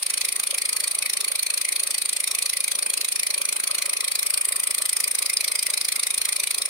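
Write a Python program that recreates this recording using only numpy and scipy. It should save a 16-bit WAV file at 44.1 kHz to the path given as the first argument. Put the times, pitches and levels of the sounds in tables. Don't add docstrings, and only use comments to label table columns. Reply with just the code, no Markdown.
import sys
import numpy as np
from scipy import signal
from scipy.fft import rfft, irfft
from scipy.io import wavfile
from scipy.ndimage import uniform_filter1d

SR = 44100
rng = np.random.default_rng(int(sys.argv[2]) if len(sys.argv) > 2 else 0)


def master_out(mix):
    frames = np.transpose(np.atleast_2d(mix))
    ceiling = np.clip(frames, -1, 1)
    pcm = np.round(ceiling * 32767).astype(np.int16)
    wavfile.write(sys.argv[1], SR, pcm)


N = 295029

# time in seconds, lag in seconds.
VALVE_LAG = [(0, -.001), (.4, .0002), (2.3, .0006), (2.7, -.0015), (3.75, -.0014), (4.5, .0018),
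             (5.05, .0023), (5.4, .0005), (5.95, .0006), (6.55, -.0026)]
# frequency in Hz, relative density in dB.
EXHAUST_SPECTRUM = [(50, -78), (130, -49), (300, -45.5), (900, -31), (1650, -28), (2050, -14.5),
                    (2520, -14.5), (2750, -23), (4100, -15), (5600, -16), (7650, -22), (8500, -12),
                    (10400, -14), (11200, -19.5), (15500, -27)]
# time in seconds, lift from 0 to 1.
TOOL_LIFT = [(4.1, 0.12), (4.3, 0.97), (4.65, 0.81), (4.9, 0.8), (5.45, 0.58), (5.7, 0.57), (6.69, 0.15)]
# centre in Hz, width in Hz, gain in dB, lift of full effect.
HAND_HOLLOWS = [(2200, 370, 6.5, 0.63), (2450, 520, -10.5, 0.77), (3850, 800, -5, 0.92),
                (4000, 840, 6, 0.42), (4416, 273, 8, 0.02), (4950, 220, -2, 0.1), (5080, 450, 5, 0.6),
                (6180, 1600, -7, 0.98), (8000, 430, 4.5, 1), (11040, 1060, -6.5, 0.76),
                (11460, 600, 7.5, 0.83), (13200, 750, 6, .62), (14400, 500, 10, 0.33)]
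# time in seconds, extra path to the right channel in metres.
PORT_SWAY = [(.5, -.004), (1.55, .016), (1.85, .001), (2.7, -.004), (3, -.016), (4.1, -.019), (4.9, -.004),
             (5.3, .01), (6.2, .003)]
# frequency in Hz, width in Hz, level in dB.
HANDPIECE_MODES = [(2292, 77, -50), (2406, 39, -45.5), (2524, 25, -50), (4070, 33, -71), (9290, 97, -38.5)]
# frequency in Hz, relative density in dB.
KNOCK_SPECTRUM = [(40, -41), (105, -12.5), (175, -4.5), (350, 6), (600, 5.5), (1150, -0.5), (1500, 6.5),
                  (3000, -22), (8000, -50)]
# peak time in seconds, width in seconds, knock gain in dB.
HAND_PUSHES = [(2.834, 0.24, 7.5), (3.6, 0.34, 7.5)]
# frequency in Hz, width in Hz, base level in dB,
# lead before the puff in seconds, burst half-width in seconds.
AIR_COLUMN_MODES = [(412.5, 86, -59, 0.019, 0.006), (577, 67, -54, 0.01755, 0.0057),
                    (1105, 130, -53, 0.013, 0.012), (1248, 62, -54.5, 0.015, 0.0086)]
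# time in seconds, gain in dB for a mode at 1200 Hz.
RETURN_FORCE = [(0, 0), (2.9, -1.5), (3.12, -6), (3.55, 3), (5.3, 1.8), (5.7, -3.5), (6.15, 3),
                (6.69, -2.5)]
# time in seconds, level in dB.
HARD_LANDINGS = [(5.043, -20.5), (5.372, -16.5)]
# frequency in Hz, relative density in dB.
LEAK_SPECTRUM = [(40, -44), (110, -31), (220, 0.5), (400, -13), (800, 3.5), (1200, -1), (1600, 1),
                 (2050, 10), (2850, 7), (3350, 7), (4200, 9), (5600, -13), (9300, 10), (15500, -5)]
# time in seconds, level in dB.
HAND_BUMPS = [(.23, -62), (.81, -69), (1.02, -65), (1.47, -89), (1.87, -64), (2.05, -69), (2.79, -76),
              (4.53, -64), (6.19, -60), (6.6, -63)]
# frequency in Hz, T60 in seconds.
ROOM_T60 = [(200, 0.14), (2500, 0.13), (9000, 0.037), (15000, 0.027)]
# frequency in Hz, left over right in dB.
STEREO_BALANCE = [(150, 0.5), (700, 2.5), (1600, 4), (2400, -0.5), (3000, 4.5), (5000, 3.5), (10000, 3),
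                  (13000, 1), (15500, 2)]

STROKE_HZ, FIRST_STROKE_S = 27.15, .0314
PORT_HZ, PORT_SAG_HZ = 9350, 130
TREMOR_M, SOUND_M_PER_S = .004, 343
TIME_S = np.arange(N) / SR
BINS_HZ = np.fft.rfftfreq(1024, 1 / SR)
FRAMES_S = np.arange(N // 256 + 5)[:, None] * 256 / SR


def exhaust(drive):
    lift = at_time(TOOL_LIFT, FRAMES_S)
    port_db = 9 * bell(BINS_HZ - (PORT_HZ - PORT_SAG_HZ * lift), 1120)
    colour_db = at_pitch(EXHAUST_SPECTRUM, BINS_HZ) + port_db
    for hz, width_hz, db, tuned_lift in HAND_HOLLOWS:
        colour_db += db * bell(lift - tuned_lift, .38) * bell(BINS_HZ - hz, width_hz)
    colour_db += 3.02 * patches(frames=9, bins=10)
    flow = puff_envelope(core_s=.0075, skirt_s=.028, skirt_db=-17, skirt_lag_s=-.00019)
    eddies_db = 2.67 * flutter(rate_hz=1400)
    return even_puffs(noise(colour_db, flow * amp(eddies_db), port_coherence())) * drive


def puff_envelope(core_s, skirt_s, skirt_db, skirt_lag_s):
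    t = stroke_offset_s() + .00035 * flutter(rate_hz=25, channels=1)
    return np.hypot(bell(t, core_s), amp(skirt_db) * bell(t - skirt_lag_s, skirt_s))


def even_puffs(puffs):
    stroke = stroke_index()
    energy = np.array([np.bincount(stroke, channel ** 2) for channel in puffs])
    energy[:, [0, -1]] = energy.mean()
    return unit(puffs / np.sqrt(energy[:, stroke]))


def pressure(base_db=-.33, full_lift_db=1.4, scatter_db=.47):
    stroke = stroke_index()
    scatter = rng.standard_normal(stroke[-1] + 1)[stroke]
    return amp(base_db + full_lift_db * at_time(TOOL_LIFT, TIME_S) + scatter_db * scatter)


def port_coherence(share=.42):
    tremor = np.interp(FRAMES_S, TIME_S, flutter(rate_hz=1.9, channels=1)[0])
    delay_s = (at_time(PORT_SWAY, FRAMES_S) + TREMOR_M * tremor) / SOUND_M_PER_S
    return share * bell(BINS_HZ - PORT_HZ, 3000) * np.exp(-2j * np.pi * BINS_HZ * delay_s)


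def handpiece(drive):
    blows = rng.standard_normal((2, N)) * bell(stroke_offset_s(lead_s=.0033), .0068) * drive
    return sum(amp(db) * ring(blows, hz, width_hz) for hz, width_hz, db in HANDPIECE_MODES)


def knock(light_hand_db=-53):
    blows = bell(stroke_offset_s(lead_s=.0013), .0034)
    push_db = sum(db * bell(TIME_S - peak_s, width_s) for peak_s, width_s, db in HAND_PUSHES)
    return amp(light_hand_db + push_db) * noise(at_pitch(KNOCK_SPECTRUM, BINS_HZ), blows)


def return_gasp():
    out = np.zeros((2, N))
    unsteady_db = 2.6 * flutter(rate_hz=9.7, channels=1)
    for hz, width_hz, db, lead_s, half_width_s in AIR_COLUMN_MODES:
        bursts = rng.standard_normal((2, N)) * bell(stroke_offset_s(lead_s), 2 * half_width_s)
        force_db = at_time(RETURN_FORCE, TIME_S) * (hz / 1200) ** 2
        mode = ring(ring(bursts, hz, width_hz), hz, 4 * width_hz)
        out += amp(db + force_db + unsteady_db) * mode
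    return out * amp([[.8], [-.8]])


def clacks(width_s=.004):
    level = sum(amp(db) * bell(TIME_S - peak_s, width_s) for peak_s, db in HARD_LANDINGS)
    return level * ring(rng.standard_normal((2, N)), hz=4970, width_hz=450)


def workshop(x, onset_s=.0058):
    hz, t, spectra = signal.stft(rng.standard_normal((2, SR // 2)), SR, nperseg=256)
    decay = amp(-60 * t / at_pitch(ROOM_T60, hz)[:, None])
    tail = signal.istft(spectra * decay, SR, nperseg=256)[1]
    tail *= np.clip(np.arange(tail.shape[1]) / SR / onset_s, 0, 1)
    return signal.fftconvolve(x, tail / np.linalg.norm(tail[0]), axes=1)[:, :N]


def leak():
    return noise(at_pitch(LEAK_SPECTRUM, BINS_HZ))


def bench():
    level = amp(-90 + 13 * np.tanh(1.5 * flutter(rate_hz=5.7, channels=1)))
    for peak_s, db in HAND_BUMPS:
        level += amp(db) * bell(TIME_S - peak_s, .04)
    rumble_db = at_pitch([(20, 0), (70, -1), (170, -4), (400, -20), (1500, -70)], BINS_HZ)
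    return level * noise(rumble_db)


def stroke_count(lead_s=0):
    return (TIME_S - at_time(VALVE_LAG, TIME_S) - FIRST_STROKE_S + lead_s) * STROKE_HZ


def stroke_index():
    stroke = np.round(stroke_count()).astype(int)
    return stroke - stroke[0]


def stroke_offset_s(lead_s=0):
    return ((stroke_count(lead_s) + .5) % 1 - .5) / STROKE_HZ


def noise(colour_db, flow=1, coherence=0):
    white = flow * rng.standard_normal((2, N))
    left, other = signal.stft(white, nperseg=1024, noverlap=768)[2].swapaxes(1, 2)
    shared = (coherence * np.ones((len(FRAMES_S), 1)))[:len(left)]
    right = shared * left + np.sqrt(1 - abs(shared) ** 2) * other
    lean_db = np.array([.5, -.5])[:, None, None] * at_pitch(STEREO_BALANCE, BINS_HZ)
    spectra = np.array([left, right]) * amp(colour_db + lean_db)[:, :len(left)]
    return unit(signal.istft(spectra.swapaxes(1, 2), nperseg=1024, noverlap=768)[1][:, :N])


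def ring(x, hz, width_hz):
    return unit(signal.lfilter(*signal.iirpeak(hz, hz / width_hz, SR), x))


def flutter(rate_hz, channels=2):
    size = 2 ** 19
    lowpass = bell(np.fft.rfftfreq(size, 1 / SR), 2 * rate_hz)
    return unit(irfft(rfft(rng.standard_normal((channels, size))) * lowpass)[:, :N])


def patches(frames, bins):
    field = rng.standard_normal((len(FRAMES_S), len(BINS_HZ)))
    return unit(uniform_filter1d(uniform_filter1d(field, frames, axis=0), bins, axis=1))


def bell(offset, width):
    return 2 ** -(2 * offset / width) ** 2


def at_time(rows, t):
    return np.interp(t, *np.transpose(rows))


def at_pitch(rows, hz):
    row_hz, value = np.transpose(rows)
    return np.interp(np.log(hz + 1), np.log(row_hz + 1), value)


def amp(db):
    return 10 ** (np.asarray(db) / 20)


def unit(x):
    return x / np.sqrt(np.mean(x ** 2) + 1e-20)


def scene():
    drive = pressure()
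    tool = amp(-25) * exhaust(drive) + knock() + handpiece(drive) + return_gasp() + clacks()
    return tool + amp(-14) * workshop(tool) + amp(-41) * leak() + bench()


def record(dry):
    lowpass = signal.firwin(601, 15850, window=("kaiser", 9), fs=SR)
    return signal.oaconvolve(dry, lowpass[None], "same")


dry = scene()
out = record(dry)
master_out(out)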